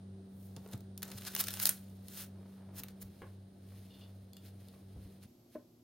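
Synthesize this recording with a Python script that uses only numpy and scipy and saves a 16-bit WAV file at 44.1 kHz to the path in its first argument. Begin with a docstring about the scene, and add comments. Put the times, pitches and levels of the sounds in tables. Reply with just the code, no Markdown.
"""Cutting scone dough on baking paper

A phone microphone sits close to a floured, paper-lined pan in a kitchen, over fan noise and the beating
hum of two motors. The paper crackles and hisses as dough is cut and pulled apart; the table thuds.
Sleeves rustle, palms pat, and the pan slides off a cloth and ticks as it is lifted. Feet land softly.
At the end the air is that of a quieter room, where something knocks once."""
import sys
import numpy as np
from scipy import signal
from scipy.fft import rfft, irfft
from scipy.io import wavfile
from scipy.ndimage import uniform_filter1d

SR = 44100
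rng = np.random.default_rng(int(sys.argv[2]) if len(sys.argv) > 2 else 0)


def materialize(psi):
    """Save the field psi as 16-bit PCM at rate SR to the path in sys.argv[1].

    A 1-D psi becomes a single channel; in a 2-D psi each row is a channel.
    """
    bounded = np.clip(np.atleast_2d(psi).T, -1, 1)
    quanta = np.round(bounded * 32767).astype(np.int16)
    wavfile.write(sys.argv[1], SR, quanta)


N = 257103
T = np.arange(N) / SR
QUIET_ROOM_S, KNOCK_S = 5.262, 5.551

# How close sounds reach the phone's two microphone ports.
# Each row: frequency in Hz, phase lead of the left in radians, left minus right in dB.
MIC_PORTS = [(4200, 0, 0), (4314, 1.2, 7.5), (4880, -2, -6), (5430, 1.26, 1), (6840, 1.04, 1),
             (7560, -2.7, 6.5), (7850, -3.9, 7.5), (8660, -6, -3.5), (9900, -6.5, 0), (15700, -8, -0.5)]
# Room tone of the two rooms. Each row: frequency in Hz, relative density in dB.
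KITCHEN_SPECTRUM = [(25, -32.5), (60, -1), (130, 3.5), (300, -1.5), (680, -10), (1000, -21.5),
                    (1700, -24.5), (2400, -31.5), (3900, -25.5), (6000, -33.5), (7700, -38.5), (9500, -24),
                    (10600, -42.5), (15500, -43.5)]
QUIET_ROOM_SPECTRUM = [(25, -9), (100, 2), (330, 1), (500, -10), (720, -9.5), (820, -16), (1700, -27.5),
                       (5000, -22.5), (9500, -30.5), (11200, -26), (11900, -15.5), (12600, -29),
                       (15500, -29.5)]
# Faint steady tones in the quieter room. Each row: frequency in Hz, level in dB.
QUIET_ROOM_TONES = [(113, -71.5), (242, -70), (350, -73.5)]
# Stretches of motor hum. Each row: start in seconds, a trough of the beat in seconds,
# the stronger motor's fundamental in dB, its octave in dB.
HUM_STRETCHES = [(0, 0.3, -57, -53), (1.145, 1.74, -57.5, -53.5), (3.112, 3.543, -57, -59)]
# Baking paper, heard close. 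Each row: frequency in Hz, relative density in dB.
PAPER_SPECTRUM = [(150, -9), (600, -6.5), (1000, -8.5), (1500, -3), (2300, -6), (3800, -1.5), (6000, -2.5),
                  (8000, -3), (9300, -0.5), (11000, 0), (15000, 3.5), (16500, 1)]
# Blade or dough sliding on the paper.
# Each row: peak time in seconds, length in seconds, relative level in dB, treble lift in dB.
PAPER_SLIDES = [(0.46, .15, -79.5, 14), (.72, 0.33, -66, -2), (.736, 0.013, -44, -23),
                (1.185, 0.015, -40.5, -11), (1.281, 0.023, -33.5, -20), (1.409, .024, -26.5, 1),
                (1.634, 0.023, -32.5, 5), (1.673, 0.014, -31, 8.5), (2.214, 0.12, -43, -2),
                (2.796, 0.038, -43, -0.5), (2.907, 0.046, -61.5, -13), (3.027, 0.016, -48.5, 5.5)]
# Single snaps of the paper. Each row: start in seconds, relative strength in dB, crack over flutter in dB.
PAPER_SNAPS = [(.5645, -18, -16), (.662, -30, -25), (.9775, -35.5, 17), (1.0212, -16, -10),
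               (1.0297, -6, -4), (1.1172, -14, -16), (1.2204, -17, -28), (1.2505, -13.5, -13),
               (1.3508, -10.5, 5), (1.3637, -3, -14.5), (1.3935, -13, -4), (1.4398, -15.5, 6),
               (1.4832, -3, -10), (1.539, -10, -2), (1.5715, -10.5, -12), (1.5996, -5, -5),
               (1.619, -9.5, -2), (1.6555, -3, 8.5), (1.6924, -9, 13.5), (2.0838, -34.5, 13.5),
               (2.8354, -17, -0.5), (2.8845, -23.5, -4), (3.0165, -38, 7)]
# Spells of crinkling. Each row: start and end in seconds, creases per second, relative strength in dB.
CRINKLE_SPELLS = [(.67, .82, 41, -35.5), (1.032, 1.3, 24, -28), (1.35, 1.7, 50, -19.5),
                  (2.789, 2.9, 20, -27)]
# Soft blows through table and floor. Each row: start in seconds, level in dB, pitch in Hz.
THUD_BLOWS = [(.566, -30, 156.9), (.661, -31.5, 404), (0.732, -33, 194), (0.739, -30.5, 112.4),
              (1.149, -43, 114), (2.804, -37.5, 94), (3.033, -43.5, 66.6), (4.957, -34, 64),
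              (5.048, -41.5, 61)]
# Dough being squashed. Each row: peak time in seconds, length in seconds, level in dB.
DOUGH_SQUASHES = [(.7, 0.16, -64), (1.08, 0.13, -58.5), (2.4, 0.18, -69.5), (2.76, 0.5, -66),
                  (4.02, 0.16, -66)]
# Sleeves and apron moving. Each row: peak time in seconds, length in seconds, level in dB.
CLOTH_RUSTLES = [(2.5, 0.38, -72), (3.14, 0.42, -70), (3.77, 0.26, -70.5), (3.99, 0.65, -70),
                 (4.46, .067, -61), (4.68, 0.3, -68), (5.06, 0.29, -68), (5.235, .032, -58.5),
                 (5.54, 0.065, -67)]
# Colour of that cloth. Each row: frequency in Hz, relative density in dB.
CLOTH_SPECTRUM = [(300, 3), (1000, -4.5), (1700, 0), (4200, 2.5), (7700, -5), (9000, 0), (12000, 0),
                  (15500, 0.5)]
# Hands patting together. Each row: start in seconds, relative strength in dB.
HAND_PATS = [(3.219, -23), (3.72, -41), (4.738, -39)]
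# Colour of the slap. Each row: frequency in Hz, relative density in dB.
PALM_SPECTRUM = [(120, 10), (300, -3), (540, 3.5), (700, -3), (850, -7), (1070, -11), (1280, -3.5),
                 (1550, -5), (1750, -9), (2600, -7), (4500, -30), (14000, -30)]
# The hollow between cupped palms. Each row: frequency in Hz, level against the pat in dB, t60 in seconds.
PALM_MODES = [(511, -25, 0.03), (830, -25.5, 0.023), (1062, -24.5, 0.032)]
# The pan sliding on the cloth. Each row: peak time in seconds, length in seconds, relative level in dB.
PAN_SCRAPES = [(3.935, 0.077, -65), (4.015, .04, -65.5)]
# Ticks of its rim. Each row: start in seconds, relative strength in dB.
RIM_TICKS = [(4.333, -32.5), (4.368, -30), (4.685, -36)]
# Resonances of the pan. Each row: centre in Hz, width in Hz, relative gain in dB.
PAN_RESONANCES = [(2860, 190, 8), (3540, 420, 7), (4420, 1130, 0.5)]
# Modes of the hollow knock. 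Each row: frequency in Hz, level in dB, t60 in seconds.
KNOCK_MODES = [(254, -40.5, 0.076), (310, -31, 0.044), (452, -33, 0.031), (601, -31.5, 0.05),
               (600, -62, 0.047), (1040, -53.5, 0.1)]


def undb(db):
    """Decibels to gain."""
    return 10 ** (np.asarray(db) / 20)


def unit(x):
    """Scale to rms 1."""
    return x / np.sqrt(np.mean(x ** 2))


def on_bins(points, column=1):
    """One column of a table over log frequency, read at every FFT bin."""
    table = np.transpose(points)
    return np.interp(np.log(np.arange(N // 2 + 1) * SR / N + 1), np.log(table[0]), table[column])


def colour(x, spectrum):
    """Minimum-phase filter with the given spectrum; white noise keeps its power."""
    gain = unit(undb(on_bins(spectrum)))
    cepstrum = irfft(np.log(gain), N)
    cepstrum[1:N // 2] *= 2
    cepstrum[N // 2:] = 0
    return irfft(rfft(x) * np.exp(rfft(cepstrum)), N)


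def edge(x, hz, kind, order=2):
    """A smooth low-pass or high-pass."""
    return signal.sosfilt(signal.butter(order, hz, kind, fs=SR, output='sos'), x)


def band(x, lo_hz, hi_hz):
    """A single resonance between two edges."""
    return edge(x, [lo_hz, hi_hz], 'band', order=1)


def lift(x, db, corner_hz=8000):
    """Raise or lower the treble."""
    low = edge(x, corner_hz, 'low', order=1)
    return low + undb(db) * (x - low)


def wander(rate_hz):
    """Smooth random drift with a spread near 1."""
    steps = rng.standard_normal(SR // 10)
    return np.interp(T * rate_hz, np.arange(len(steps)), steps)


def fade(t, t60):
    """Exponential decay, 60 dB down after t60 seconds."""
    return np.exp(-np.log(1000) * t / t60)


def ringing(modes, t):
    """Struck modes, each a dying sine."""
    return sum(undb(db) * np.sin(2 * np.pi * hz * t) * fade(t, t60) for hz, db, t60 in modes)


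def strokes(rows, rise_share):
    """Effort over time: each stroke grows for a share of its length, peaks and dies away."""
    effort = np.zeros(N)
    for peak_s, length, db in rows:
        away = np.abs(T - peak_s) / (length * np.where(T < peak_s, rise_share, 1 - rise_share))
        effort += undb(db) * np.exp(-np.minimum(away ** 1.5, 20))
    return effort


def add(out, s, x):
    """Mix x in at s seconds."""
    i = int(s * SR)
    out[i:i + len(x)] += x[:N - i]


def burst(t60, tail_db, tail_t60):
    """A crack with a weaker tail, holding the energy of one millisecond at full level."""
    t = T[:SR // 5]
    x = rng.standard_normal(len(t)) * (fade(t, t60) + undb(tail_db) * fade(t, tail_t60))
    return x * np.sqrt(SR / 1000 / np.sum(x ** 2))


def friction(slips_per_s, spread_db):
    """Dense tiny slips of uneven size."""
    sizes = undb(spread_db * np.minimum(rng.exponential(size=N), 4))
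    return unit(rng.standard_normal(N) * sizes * (rng.random(N) < slips_per_s / SR))


def at_mic(x, wet_db, t60=0.21):
    """A close source: direct sound at the two ports, then the room's short reverberation."""
    port_gain = np.exp(.5j * on_bins(MIC_PORTS)) * undb(on_bins(MIC_PORTS, column=2) / 2)
    direct = irfft(rfft(x) * np.array([port_gain, 1 / port_gain]), N)
    t = T[:SR // 2]
    noise = rng.standard_normal((2, len(t))) * (t > .004)
    mid, side = band(noise, 98.4, 3200) * fade(t, t60) + .5 * noise * fade(t, 1.05 * t60)
    side = 0.43 * band(side, 350, 15560)
    tail = np.array([mid + side, mid - side]) / np.sqrt(np.sum(mid ** 2))
    return direct + undb(wet_db) * signal.fftconvolve(x[None], tail, axes=1)[:, :N]


def air(spectrum, db, wide_hz=420):
    """Steady room noise, alike in both channels in the bass and diffuse above."""
    mid, side = colour(rng.standard_normal((2, N)), spectrum)
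    side = 0.72 * edge(side, wide_hz, 'high')
    return undb(db + 0.65 * wander(5.2)) * (mid + np.array([side, -side]))


def room_tone():
    """Kitchen fan noise, softer further from the pan, gives way to a quieter room whose hiss sinks."""
    crossfade = np.clip((T - QUIET_ROOM_S) / 0.012, 0, 1)
    nearness_db = np.interp(T, [0, .9, 2, 3.3], [-3, -2, -2, -4])
    tones = sum(np.sqrt(2) * undb(db) * np.sin(2 * np.pi * hz * T) for hz, db in QUIET_ROOM_TONES)
    hiss = air(QUIET_ROOM_SPECTRUM, db=-64) * undb(-7 * np.maximum(T - QUIET_ROOM_S, 0))
    kitchen = air(KITCHEN_SPECTRUM, db=-57.5) * undb(nearness_db)
    return (1 - crossfade) * kitchen + crossfade * (hiss + tones)


def motors(hum_hz=96.15, beat_hz=2.48):
    """Two appliance motors run at nearly the same speed, so their hum throbs; one adds its octaves."""
    out = np.zeros(N)
    ends = [row[0] for row in HUM_STRETCHES[1:]] + [QUIET_ROOM_S]
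    for (start, trough_s, db, octave_db), end in zip(HUM_STRETCHES, ends):
        phase = 2 * np.pi * hum_hz * (T - trough_s)
        pair = np.sin(phase) - 0.74 * np.sin(phase + 2 * np.pi * beat_hz * (T - trough_s))
        second_octave = undb(-21.5 + 8.7 * wander(5)) * np.sin(4 * phase)
        octaves = (np.sin(2 * phase) + second_octave) * undb(0.43 * wander(2.7))
        gate = uniform_filter1d(1. * ((T >= start) & (T < end)), SR // 100)
        out += np.sqrt(2) * (undb(db) * pair + undb(octave_db) * octaves) * gate
    return out


def paper():
    """Right at the microphone, blade and floury dough slip over the paper in tiny jerks; creases snap."""
    grains = flex(friction(slips_per_s=16000, spread_db=2), depth_db=3, rate_hz=110)
    drag = lift(grains, -5) * pull() * undb(2.2 * wander(130))
    slip = friction(slips_per_s=16000, spread_db=2) * undb(1.2 * wander(200))
    slides = sum(lift(slip, treble_db) * strokes([(s, length, db)], rise_share=0.74)
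                 for s, length, db, treble_db in PAPER_SLIDES)
    return at_mic(colour(snaps() + drag + slides, PAPER_SPECTRUM), wet_db=-12)


def snaps(step_gap_s=.0028, second_step_db=-8.5):
    """Each crease buckles in two steps; each step cracks and sets the sheet fluttering."""
    out = np.zeros(N)
    for s, db, crack_db in list(PAPER_SNAPS) + crinkles():
        gap = step_gap_s * (.5 + rng.random())
        for delay, step_db in (0, 0), (gap, second_step_db):
            crack = band(burst(t60=.0028, tail_db=-16, tail_t60=.02), 4500, 20000)
            flutter = band(burst(t60=.011, tail_db=-14, tail_t60=.03), 500, 4500)
            add(out, s + delay, undb(db + step_db - 18) * (undb(crack_db) * crack + flutter))
    return out


def crinkles(spread_db=4.5, crack_db=-0.5):
    """Rows of small snaps: creases give way at uneven intervals while the sheet is under strain."""
    rows = []
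    for start, end, rate, db in CRINKLE_SPELLS:
        times = start + np.cumsum(rng.gamma(2, .5, size=40)) / rate
        strengths = db + spread_db * rng.standard_normal(size=40)
        rows += [(s, strength, crack_db) for s, strength in zip(times, strengths) if s < end]
    return rows


def pull(start_s=1.02, free_s=1.704, growth_db_per_s=23.5):
    """Effort of the long pull: a quick grip, growth until the dough comes free, then the sheet settles."""
    grip = np.clip((T - start_s) / 0.0048, 0, 1)
    held_s = np.clip(T, start_s, free_s) - start_s
    since_free = np.maximum(T - free_s, 0)
    settling = undb(-13.5) * fade(since_free, t60=1)
    release = np.maximum(fade(since_free, t60=.1), settling)
    return grip * undb(-58 + growth_db_per_s * held_s) * release


def flex(x, depth_db, rate_hz):
    """As the sheet flexes, each narrow band of its sound swells and fades by itself."""
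    spectrum, hz = rfft(x), np.arange(N // 2 + 1) * SR / N
    band_number = np.sqrt(hz / 90)
    bands = (irfft(spectrum * np.clip(1 - np.abs(band_number - k), 0, 1), N) for k in range(15))
    return unit(sum(b * undb(depth_db * wander(rate_hz)) for b in bands))


def thuds(cycles_to_t60=7.6):
    """The blade bottoms out, dough is set down and feet land: low, damped swings of table and floor."""
    out, t = np.zeros(N), T[:SR // 2]
    for s, db, hz in THUD_BLOWS:
        rumble = unit(band(band(rng.standard_normal(len(t)), hz / 2, 2 * hz), hz / 2, 3 * hz))
        envelope = fade(t, cycles_to_t60 / hz) * (1 - np.exp(-t / 0.0063))
        add(out, s, undb(db) * (np.sin(2 * np.pi * hz * t) + 0.52 * rumble) * envelope)
    return at_mic(out, wet_db=-13.5)


def dough():
    """Soft dough gives way with a dull, crumbly rub."""
    slips = friction(slips_per_s=1200, spread_db=3)
    crumbs = unit(band(band(slips, 120, 600), 167, 1500))
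    return at_mic(crumbs * strokes(DOUGH_SQUASHES, rise_share=0.5), wet_db=-11.5)


def clothes():
    """Sleeves and apron brush as the arms move, close and nearly dry."""
    effort = strokes(CLOTH_RUSTLES, rise_share=0.47)
    brushing = friction(slips_per_s=9000, spread_db=0) * effort * undb(1.7 * wander(43))
    return at_mic(colour(brushing, CLOTH_SPECTRUM), wet_db=-16)


def hands():
    """Floury palms pat together, the hollow between them rings and the kitchen answers."""
    slaps, rings = np.zeros(N), np.zeros(N)
    hollow = ringing(PALM_MODES, T[:SR // 5])
    for s, db in HAND_PATS:
        add(slaps, s, undb(db - 16) * burst(t60=.013, tail_db=-14, tail_t60=.12))
        add(rings, s, undb(db) * hollow)
    return at_mic(colour(slaps, PALM_SPECTRUM) + rings, wet_db=-4.5)


def pan():
    """The rim scrapes over the tablecloth and ticks as it is lifted; both ring the same resonances."""
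    effort = strokes(PAN_SCRAPES, rise_share=0.39)
    scrape = friction(slips_per_s=920, spread_db=3) * undb(3 * wander(70)) * effort
    ticks, ring = np.zeros(N), np.zeros(N)
    for s, db in RIM_TICKS:
        add(ticks, s, undb(db - 16) * burst(t60=.007, tail_db=-16, tail_t60=.03))
    middle_hz = PAN_RESONANCES[1][0]
    for hz, width, db in PAN_RESONANCES:
        edges = hz - width / 2, hz + width / 2
        push = scrape + .5 * (hz / middle_hz) ** 2 * ticks  # a sharp tick favours the high resonances
        ring += undb(db) * band(band(push, *edges), *edges)
    return at_mic(undb(11.5) * ring + band(ticks, 2500, 20000), wet_db=-6.5)


def knock():
    """In the quieter room, a soft contact sets something hollow ringing briefly."""
    out, t = np.zeros(N), T[:SR // 2]
    contact = unit(edge(rng.standard_normal(len(t)), 1600, 'low', order=4)) * fade(t, t60=0.063)
    attack = (1 - np.exp(-t / 0.0024)) ** 2
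    add(out, KNOCK_S, (ringing(KNOCK_MODES, t) + undb(-49) * contact) * attack)
    return at_mic(out, wet_db=-12)


def scene():
    """Everything that reaches the microphone, in stereo."""
    return room_tone() + motors() + dough() + clothes() + pan() + thuds() + hands() + knock() + paper()


def record(dry):
    """The phone thins the deepest bass and cuts the top."""
    thinned = edge(dry, 38, 'high')
    return signal.sosfilt(signal.ellip(10, .2, 70, 15950, fs=SR, output='sos'), thinned)


dry = scene()
out = record(dry)
materialize(out)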